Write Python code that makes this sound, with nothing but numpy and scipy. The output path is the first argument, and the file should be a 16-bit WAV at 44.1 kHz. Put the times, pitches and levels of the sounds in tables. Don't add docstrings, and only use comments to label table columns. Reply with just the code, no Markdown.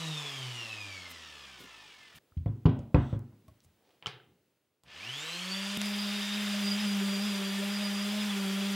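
import sys
import numpy as np
from scipy import signal
from scipy.fft import rfft, irfft, next_fast_len
from scipy.io import wavfile

SR = 44100
rng = np.random.default_rng(int(sys.argv[2]) if len(sys.argv) > 2 else 0)


def to_wav(s):
    ch = np.atleast_2d(s).T
    pcm = np.round(np.clip(ch, -1, 1) * 32767)
    wavfile.write(sys.argv[1], SR, pcm.astype(np.int16))


def boost(x):
    u = np.asarray(x, float) / 20
    return 10 ** u


N = 385875
TIME = np.arange(N) / SR
THIRD_OCTAVES_HZ = 40 * 2 ** np.arange(0, 8.8, 1 / 3)

CHANGES_S = [
    0,
    2.187,
    4.85,
    5.7736,
    8.75,
]
SHAFT_ORDERS = (2, 3, 4, 5, 6, 7, 9, 12, 16, 17)
SHAFT_DB = [-2, -0.1, -6.5, -6.5, -5.5, -5, -12, -11.5, -4.5, 2]
BAR_ORDERS = (36, 48, 60, 72, 84, 96, 108, 120, 132, 144, 156, 168)
BAR_DB = [-10, -7, -11, -13, -15, -14, -14, -16, -17, -17, -18, -18]
# (frequency [Hz], density [dB per Hz])
COAST_AIR = [(40, -27.5), (100, -37), (250, -19), (700, -10.5), (1200, 3.5), (1600, -3.5), (2200, 2),
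             (3000, 5.5), (3600, 3.5), (4000, -1.5), (5000, -3), (7000, -11), (10000, -20), (15500, -32)]
FREE_AIR = [(40, -38), (100, -34), (250, -13), (500, -4), (900, -3.5), (1600, -3.5), (2200, -0.5),
            (3000, 4), (3600, -2), (3950, -5), (5500, -6.5), (7000, -9), (10000, -16.5), (15500, -25.5)]
LOADED_AIR = [(40, -34), (120, -19.5), (300, -13), (500, -11), (900, -4), (1600, 0), (2300, 2), (3000, 3.5),
              (3650, 1.5), (3950, -2), (5500, -7), (7000, -12.5), (11000, -18.5), (15500, -24.5)]
# (frequency [Hz], width [Hz], level against roar [dB], share of slow-speed gain [1])
CASING_WHISTLES = [(1760, 30, -20, 2.4), (2800, 250, -18, .5), (3300, 250, -16, .5), (5000, 400, -21, 1),
                   (8300, 500, -32, 1.5)]
# (frequency [Hz], level [dB])
BRUSH_RING = [(1500, -3), (2600, 1), (3200, -7), (4100, -2), (5300, 4), (6000, 0), (7200, 2), (9000, -2),
              (15000, 1)]
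# (frequency [Hz], level [dB])
FAN_WHINE = [(650, -100.5), (1200, -77.5), (2000, -72), (2250, -63), (2550, -62), (2900, -59), (3200, -53),
             (3700, -54.5)]
BAR_WHINE = [(900, -103), (1300, -66), (1800, -61.5), (2450, -47), (3100, -46), (3700, -45.5), (4200, -49),
             (4900, -48)]
# (shaft speed [Hz], level [dB])
COAST_HUM = [(37, -88), (88, -60), (99, -50.5), (113, -57), (126, -42.5), (140, -53), (156, -38.5),
             (166, -45.5)]
SPIN_UP_HUM = [(31, -100), (79, -64), (102, -63), (125, -48.5), (145, -53), (160, -56), (172, -51.5),
               (203, -38.5)]
# (level at full speed [dB], slope [dB per octave of speed], slope [dB per dB of pressure])
COAST_LAW = [
    (-54.5, 11.5, 0),
    (-4, 6.5, -0.5),
    (-1, 1, 0),
    (-51, 8, 0),
    (-39.5, 8.5, 0),
    (-46.5, 11, 0),
]
SPIN_UP_LAW = [
    (-56.5, 11, 0.0097),
    (3.5, 0, 0),
    (0, 1.5, 0.0069),
    (-63, 1, 0),
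    (-39.5, 7, 0.012),
    (-50, 12, 0.0052),
]
SANDING_LAW = [
    (-56, -24, 0.8),
    (0.5, 33, -2.5),
    (-2, 11, -0.8),
    (-54.5, 22, 0.73),
    (-40, 22, -0.2),
    (-49, -7, 0.2),
]
# (time [s], shaft speed [Hz], vents turned to the microphone [dB])
SPIN_UP = [(4.85, 31.45, -10), (4.92, 59.06, -10), (4.99, 87, -6), (5.03, 101.7, -2), (5.1, 125.4, 3.5),
           (5.18, 144.7, 2.5), (5.26, 160, -6), (5.4, 178.9, -2), (5.55, 192.6, 3.5), (5.775, 203.2, -1)]
# (time [s], shaft speed [Hz], pressure heard as hum [dB], vents turned to the microphone [dB])
PRESSING = [(5.775, 203.6, -36.5, -7), (5.85, 205, -35, 2), (5.993, 203.2, -35.5, 4.5),
            (6.18, 204.2, -36.5, -0.5), (6.21, 203.8, -37, -4), (6.27, 202.8, -38.5, -4),
            (6.369, 206.5, -35.5, -3), (6.471, 204, -35.5, 0.5), (6.62, 202.6, -33.5, -2),
            (6.65, 201.7, -32, 10.5), (6.745, 200.7, -33.5, 10), (6.775, 204.5, -35, -5),
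            (6.81, 210.5, -36, 3), (6.86, 204.3, -31.5, 1), (6.89, 200.3, -33.5, 6), (6.96, 200.7, -32, -6),
            (7.0, 199.7, -32.5, 1), (7.16, 197.7, -32.5, 6), (7.199, 200.2, -32, 4.5),
            (7.264, 206.1, -31.5, 6), (7.361, 197.4, -34, -2.5), (7.5, 196.7, -33.5, 4),
            (7.6, 199, -32, -4), (7.72, 202.6, -33.5, -0.5), (7.83, 203.9, -33, 7.5),
            (7.89, 201, -32.5, -1), (7.98, 201.1, -33, 5), (8.201, 208.3, -31.5, -2),
            (8.453, 194.5, -33, 0), (8.651, 198.4, -33, -2)]
# (time [s], share of speed [1], width [s])
EASING = [
    (7.265, .008, .03),
    (8.26, .01, .03),
]
# (frequency [Hz], t60 [s], levels when struck at rag, rim, foot, bracket [dB])
BENCH_MODES = [(63.4, 0.26, -6, -9, -21, -4.5), (83, 0.22, 3.5, -11.5, -10.5, -2),
               (107, 0.34, -15, 0, -7.5, -9), (130.8, 0.4, -10, -7.5, -10, -5.5),
               (158, 0.15, -11, -8, -1, -3.5), (163, .12, -15, -14.5, -7.5, -11.5),
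               (230, 0.5, -29, -21.5, -17, -17), (263, .36, -20, -22.5, -8.5, -16.5),
               (286.8, 0.21, -19, -13.5, -14, -5.5), (340, .25, -30, -23, -14, -18.5),
               (393.7, 0.2, -34, -24, -8, -14), (500, .1, -34, -11.5, -21.5, -5.5),
               (557, 0.16, -38, -15, -25, -15.5), (712, 0.3, -40, -27, -23, -17.5)]
# (time [s], thud [dB], knock [dB],
# contact [ms])
BLOWS = [(0.38, -58, -58, 1.8), (2.3662, -26, -66, 4.2), (2.4587, -22.5, -49.5, 2),
         (2.4782, -45, -59, 1.6), (2.653, -11, -27.5, 2.73), (2.7887, -33.5, -65.5, 1.2),
         (2.9435, -13, -27, 1.18), (3.1267, -24.5, -45, 1.17), (3.3219, -56, -69, 1.7),
         (3.479, -53.5, -66, 1.4), (3.6451, -60.5, -71, 3.5), (4.0234, -66, -54, 1.1),
         (4.0436, -66, -63, 1.1), (4.0647, -75, -48, 1.1), (4.0671, -70, -46, 1.1),
         (4.8338, -69, -64.5, 1.5)]
STRUCK_AT = (1, 0, 1, 2, 2, 1, 3, 1, 1, 1, 0, 2, 2, 2, 2, 1)
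# (time [s], peak [dB], centre [Hz], half width [octaves], chatter [ms])
EDGE_CLICKS = [(0.3794, -47, 3500, 0.91, .4), (2.3722, -66.5, 2200, 1, 4.), (2.459, -61, 2300, 0.53, 2.7),
               (2.6562, -40.5, 1994, 0.79, 7.), (2.69, -64, 4800, 0.44, .4),
               (2.693, -47.5, 2580, 0.55, 1.3), (2.7897, -64, 4200, 0.97, 2.5),
               (2.9445, -37, 2700, 0.42, 2.4), (3.016, -68, 3200, 0.55, .6), (3.1268, -50, 1510, .7, 0.43),
               (3.3224, -62, 900, .6, .6), (3.48, -67, 3000, 2.3, 3.3), (3.603, -58.5, 4300, 0.55, 0.54),
               (3.6443, -72.5, 4500, 1.1, 3.7), (3.891, -69.5, 2400, .8, .8), (3.904, -65, 2000, 1.1, 1.9),
               (4.0238, -43, 2350, 0.41, 1.5), (4.0443, -62, 1900, 0.63, 2.4), (4.064, -39, 2180, 0.76, .6),
               (4.0669, -29.5, 2630, 0.99, 1.1), (4.8345, -58, 4520, 1.3, 0.45),
               (4.861, -56, 2200, 0.78, .6)]
# (time [s], frequency [Hz],
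# peak [dB], t60 [s])
TICKS = [(2.322, 1280, -58, 0.022), (2.373, 3200, -64, .03), (2.4597, 2100, -52, 0.014),
         (2.479, 3400, -59, .03), (3.483, 1100, -57, 0.06), (3.483, 640, -55.5, .07),
         (4.025, 3150, -65, 0.017), (4.2, 1550, -51, 0.024), (4.06, 1300, -30, 0.021),
         (4.0764, 2200, -34.5, .02), (4.06, 3050, -23, .02), (4.0683, 4200, -50.5, .015),
         (2.9465, 2500, -27.5, 0.017), (2.9465, 900, -34.5, 0.09), (2.655, 1010, -35.5, 0.057),
         (2.656, 460, -29, .12), (2.656, 430, -31, 0.18), (2.657, 1200, -40.5, .08),
         (4.069, 160, -44, 0.17), (4.069, 120, -49.5, .4), (4.069, 131, -49, .5), (4.069, 450, -41.5, .05),
         (4.069, 1100, -46, .08), (2.9465, 1210, -37.5, .08), (2.462, 700, -40.5, 0.081),
         (2.319, 90, -53.5, 0.073)]
# (time [s], peak [dB], lowest [Hz], highest [Hz])
SNAPS = [
    (.002, -40, 40, 13000),
    (3.193, -38, 4500, 14000),
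    (4.0685, -40, 3500, 9000),
    (4.835, -54, 5000, 15000),
    (5.7736, -14, 2000, 15000),
    (5.7737, -23, 45, 2000),
    (5.8162, -5, 700, 8000),
    (5.8587, -16, 2000, 11000),
    (8.746, -30, 60, 13000),
]
# (time [s], length [s], centre [Hz], level [dB])
RUSTLES = [(1.11, .04, 9000, -52), (1.62, .09, 8700, -62), (1.63, .1, 250, -54.5), (2.165, .05, 7900, -60),
           (2.17, .05, 127, -56), (3.05, .25, 7000, -84), (3.5, .06, 84, -55), (3.645, .04, 6860, -71.5),
           (3.703, .17, 85, -69), (3.9, .26, 500, -72), (3.9, .18, 3000, -76), (4.3, .15, 160, -66),
           (4.87, .05, 110, -64)]
# (time [s], half length [s], frequency [Hz], level [dB], t60 [s])
SHELL_SINGS = [
    (7.53, .1, 1790, -51, .12),
    (3.06, .105, 3400, -65, .004),
    (3.06, .105, 5900, -77, .005),
    (3.05, .11, 7900, -79, .005),
    (6.815, .04, 3150, -47, .003),
]
# (time [s], level on background [dB])
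HUSH = [
    (4.05, 2),
    (4.45, -1.5),
    (4.9, -8.5),
    (5.0, -1.5),
]
# (frequency [Hz], level [dB])
WORKSHOP_AIR = [(30, -28), (90, -4), (400, -2.5), (900, -13.5), (1800, -16), (3300, -17), (6000, -24),
                (15500, -26.5)]
# (frequency [Hz], t60 [s])
ROOM_T60 = [(60, 0.67), (250, 1), (1000, 0.45), (3000, 0.47), (7000, 0.11), (15000, 0.31)]
# (frequency [Hz], side against mid [dB])
SIDE_DB = [(60, -53.5), (200, -40.5), (380, -17.5), (1000, -20.5), (2400, -28.5), (4400, -20.5),
           (8000, -8.5), (15000, -9.5)]

FULL_HZ, USUAL_HUM_DB = 205, -34
COAST_START_HZ, COAST_TAU_S, FRICTION_HZ = 165.5, 2.25, 39.46
AIR_LAG_DB, AIR_LAG_S = -21.5, 0.017
FLOOR_DB, WHINE_HZ, WHINE_DB = -75, 15631, -86
SELF_NOISE_DB = -84


def rms_one(x):
    return x / np.sqrt(np.mean(x ** 2) + 1e-20)


def at_hz(points, hz):
    table_hz, value = np.transpose(points)
    return np.interp(np.log(hz), np.log(table_hz), value)


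def drift(rate, size):
    r = np.exp(-80 * np.pi * rate / SR)
    slow = signal.lfilter([1], [1, -2 * r, r * r], rng.standard_normal(size // 40 + 1002))[1000:]
    return np.interp(np.arange(size) / 40, np.arange(len(slow)), rms_one(slow))


def band(x, low_hz, high_hz):
    sos = signal.butter(2, [low_hz, min(high_hz, .45 * SR)], "band", fs=SR, output="sos")
    return signal.sosfilt(sos, x)


def ring(clicks, hz, t60):
    r, w = boost(-60 / (t60 * SR)), 2 * np.pi * hz / SR
    return signal.lfilter([0, np.sin(w)], [1, -2 * r * np.cos(w), r * r], clicks + 1e-18)


def noise_bands(size):
    white = rng.standard_normal((2, size))
    for k, (low, high) in enumerate(zip(THIRD_OCTAVES_HZ, THIRD_OCTAVES_HZ[1:])):
        yield np.sqrt(low * high), band(white[k % 2], low, high)


def room_tail(t60_scale, size):
    t = TIME[:size]
    tail = sum(noise * boost(-60 * t / (t60_scale * at_hz(ROOM_T60, hz))) for hz, noise in noise_bands(size))
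    tail = tail * np.clip(t / 0.00067, 0, 1)
    return tail / np.sqrt(np.sum(tail ** 2))


def air(spectrum, low_db, roar_db, hiss_db, patchy_db):
    hz = np.geomspace(250, 15000, 600)
    power = boost(2 * at_hz(spectrum, hz)) * np.gradient(hz)
    zones_hz = [(250, 900), (900, 6000), (6000, 15001)]
    zones = [power[(hz >= low) & (hz < high)].sum() for low, high in zones_hz]
    levels = np.array([low_db, roar_db, hiss_db]) - 10 * np.log10(zones)[:, None]
    size = len(low_db)
    out, together = 0, drift(0.58, size)
    for centre, noise in noise_bands(size):
        place = np.interp(np.log(centre), np.log([600, 1200, 4500, 8000]), [0, 1, 1, 2])
        share = np.clip(1 - abs(place - np.arange(3)), 0, 1)
        flicker = patchy_db * (0.5 * together + drift(24.0, size))
        out = out + noise * boost(share @ levels + flicker)
    padded = next_fast_len(size)
    colour = boost(at_hz(spectrum, np.arange(padded // 2 + 1) * SR / padded + 1))
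    return irfft(rfft(out, padded) * colour, padded)[:size] * np.sqrt(SR / 2)


def motor(span, shaft_hz, hum_db, law, spectrum, wobble, throb, lines_db, lift_db, casing_db, masked_db,
          lag_db=0, facing_db=0, strain_db=0):
    first, last = round(span[0] * SR), min(round(span[1] * SR), N)
    shaft_hz, hum_db, size = shaft_hz[first:last], hum_db[first:last], last - first
    slowness = np.log2(FULL_HZ / shaft_hz)
    pressure_db = hum_db - USUAL_HUM_DB
    third_db, fan_db, bar_db, *noise_db = [
        db - per_octave * slowness + per_db * pressure_db for db, per_octave, per_db in law]
    noise_db = noise_db + lag_db * np.exp(-TIME[:size] / AIR_LAG_S)
    roar_db = noise_db[1]
    for at, share, width in EASING:
        shaft_hz = shaft_hz * (1 + share * np.exp(-((TIME[first:last] - at) / width) ** 2))
    turn = 2 * np.pi * np.cumsum(shaft_hz * (1 + wobble * drift(21.4, size))) / SR + rng.uniform(0, 7)

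    lines = boost(hum_db + 1.1 * drift(1.47, size)) * np.sin(turn)
    for k, db in zip(SHAFT_ORDERS, SHAFT_DB):
        level_db = third_db + db + (k == 2) * strain_db * slowness
        lines += boost(level_db + 4.0 * drift(26.0, size)) * np.sin(k * turn + k)

    fan_order, bar_order = 18, 24
    fan_db = fan_db + at_hz(FAN_WHINE, fan_order * shaft_hz)
    bar_db = bar_db + facing_db + at_hz(BAR_WHINE, bar_order * shaft_hz)
    whine = boost(fan_db + 4.1 * drift(25, size) + 1.1 * drift(7.4, size)) * np.sin(fan_order * turn)
    whine += boost(bar_db + 3.77 * drift(35, size)) * np.sin(bar_order * turn)
    for k, db in zip(BAR_ORDERS, BAR_DB):
        hz = k * shaft_hz
        level_db = roar_db + lines_db + db + at_hz(spectrum, hz) + at_hz(BRUSH_RING, hz)
        level_db += lift_db * slowness
        level_db += masked_db * (k != 48) + 2.8 * drift(11, size)
        whine += boost(level_db) * np.sin(k * turn + k) * (hz < 15500)
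    whine *= 1 + .5 * np.sin(turn + 1)

    noise = air(spectrum, *noise_db, patchy_db=1.02)
    for hz, width_hz, db, share in CASING_WHISTLES:
        t60 = np.log(1000) / np.pi / width_hz
        level_db = roar_db + db + share * casing_db * slowness + 1.5 * drift(7.5, size)
        noise += boost(level_db) * rms_one(ring(rng.standard_normal(size), hz, t60))
    out = np.zeros(N)
    out[first:last] = np.sqrt(2) * (lines + whine) + noise * (1 + throb * np.sin(turn))
    return out


def coasting():
    hz = (COAST_START_HZ + FRICTION_HZ) * np.exp(-TIME / COAST_TAU_S) - FRICTION_HZ
    hz = np.maximum(hz, 20)
    return motor(CHANGES_S[0:2], hz, at_hz(COAST_HUM, hz), COAST_LAW, COAST_AIR, wobble=.0015, throb=.15,
                 lines_db=-3.5, lift_db=0, casing_db=2.5, masked_db=0)


def workshop_floor():
    noise = sum(n * boost(at_hz(WORKSHOP_AIR, hz)) for hz, n in noise_bands(N))
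    return boost(FLOOR_DB) * rms_one(noise) + boost(WHINE_DB) * np.sin(2 * np.pi * WHINE_HZ * TIME)


def hush():
    return boost(np.interp(TIME, *np.transpose(HUSH)))


def snaps():
    out = np.zeros(N)
    for s, db, low_hz, high_hz in SNAPS:
        at = round(s * SR)
        out[at:at + 150] += boost(db) * band(np.arange(150) == 0, low_hz, high_hz)
    return out


def blows():
    pushes, knock = np.zeros((4, N)), np.zeros(N)
    for (s, thud_db, knock_db, contact_ms), spot in zip(BLOWS, STRUCK_AT):
        push = np.sin(np.pi * np.clip(TIME[1:400] * 1000 / contact_ms, 0, 1)) ** 2
        sharp = push ** 16
        i = round((s + .001) * SR)
        pushes[spot, i:i + 399] -= boost(thud_db) * push / push.sum()
        knock[i:i + 399] -= boost(knock_db) * sharp / sharp.sum()
    modes = sum(ring(boost(np.array(spot_db)) @ pushes, hz, t60) for hz, t60, *spot_db in BENCH_MODES)
    boom = band(band(pushes.sum(axis=0), 70, 450), 60, 900)
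    knock = band(band(knock, 350, 1300), 200, 3000)
    return modes, boom, boost(32) * knock


def edge_clicks():
    clack, burst = np.zeros((2, N))
    first = np.arange(900) == 0
    luck = rng.standard_normal((len(EDGE_CLICKS), 900))
    for (s, db, hz, octaves, chatter_ms), touch in zip(EDGE_CLICKS, luck):
        i, spread = round((s + .0015) * SR), 2 ** np.clip(octaves, .1, 2)
        touch = boost(-7.0) * touch * np.exp(-TIME[:900] * 1000 / chatter_ms) + first
        touch = np.array([touch, np.linalg.norm(touch) * first])
        touch = band(touch, hz / spread, hz * spread)
        near, far = boost(db) * band(touch, hz / spread / 2, hz * spread * 2)
        clack[i:i + 900] -= near
        burst[i:i + 900] -= far
    return [boost(10) * (x + boost(-9) * band(x, 2500, 3800)) for x in (clack, burst)]


def brief_rings():
    out = np.zeros(N)
    for s, hz, db, t60 in TICKS:
        i = round(s * SR)
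        out[i:i + 8000] += boost(db) * ring(np.arange(8000) == 0, hz, t60)
    return out


def bumps():
    modes, boom, knock = blows()
    clack, burst = edge_clicks()
    ticks = brief_rings()
    direct = band(modes, 67, 1800) + boost(2.5) * knock + boost(7.5) * clack + ticks
    to_room = boost(24.5) * boom + boost(3.0) * (knock + burst) + boost(-20) * ticks
    return direct + signal.fftconvolve(to_room, room_tail(0.92, size=30000))[:N]


def rustles():
    out = np.zeros(N)
    for s, length, hz, db in RUSTLES:
        near = slice(round((s - length) * SR), round((s + length) * SR))
        size = near.stop - near.start
        grain = rng.standard_normal(size) * boost(2.8 * drift(150, size))
        cloth = rms_one(band(band(grain, hz / 2, hz * 2), hz / 2, hz * 2))
        out[near] += boost(db) * cloth * np.exp(-8 * ((TIME[near] - s) / length) ** 2)
    change = round(CHANGES_S[1] * SR)
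    out[change:change + 4000] = 0
    return out


def singing():
    out = np.zeros(N)
    for s, width, hz, db, t60 in SHELL_SINGS:
        near = slice(round(s * SR) - 9000, round(s * SR) + 9000)
        tone = rms_one(ring(rng.standard_normal(18000), hz, t60))
        out[near] += boost(db) * tone * np.exp(-((TIME[near] - s) / width) ** 6)
    return out


def spinning_up():
    s, *columns = np.transpose(SPIN_UP)
    hz, facing_db = [np.interp(TIME, s, c) for c in columns]
    facing_db = facing_db[round(CHANGES_S[2] * SR):round(CHANGES_S[3] * SR)]
    return motor(CHANGES_S[2:4], hz, at_hz(SPIN_UP_HUM, hz), SPIN_UP_LAW, FREE_AIR, wobble=.0015, throb=.15,
                 lines_db=0, lift_db=-4, casing_db=2.5, masked_db=-7, lag_db=AIR_LAG_DB, facing_db=facing_db)


def sanding():
    s, *columns = np.transpose(PRESSING)
    hz, hum_db, facing_db = [np.interp(TIME, s, c) for c in columns]
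    facing_db = facing_db[round(CHANGES_S[3] * SR):]
    return motor(CHANGES_S[3:5], hz, hum_db, SANDING_LAW, LOADED_AIR, wobble=0.0034, throb=0.063,
                 lines_db=-1, lift_db=4, casing_db=0, masked_db=-2, lag_db=-9, strain_db=90, facing_db=facing_db)


def scene():
    coast, spin, loaded = coasting(), spinning_up(), sanding()
    background = hush() * workshop_floor()
    mid = coast + spin + loaded + background + snaps() + bumps() + rustles() + singing()
    size = next_fast_len(N + 4000)
    colour = boost(at_hz(SIDE_DB, np.arange(size // 2 + 1) * SR / size + 1))
    wide = boost(-26.5) * coast + boost(-28.0) * spin + loaded
    side = irfft(rfft(wide, size) * rfft(room_tail(0.13, size=3000), size) * colour, size)[:N]
    return np.array([mid + side, mid - side])


def top_cut(x):
    return signal.sosfilt(signal.butter(12, 15860, fs=SR, output="sos"), x)


def record(dry):
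    mix = dry + boost(SELF_NOISE_DB) * hush() * rng.standard_normal(dry.shape)
    mix = signal.sosfilt(signal.butter(3, 45, "high", fs=SR, output="sos"), mix)
    return top_cut(mix)


dry = scene()
out = record(dry)
to_wav(out)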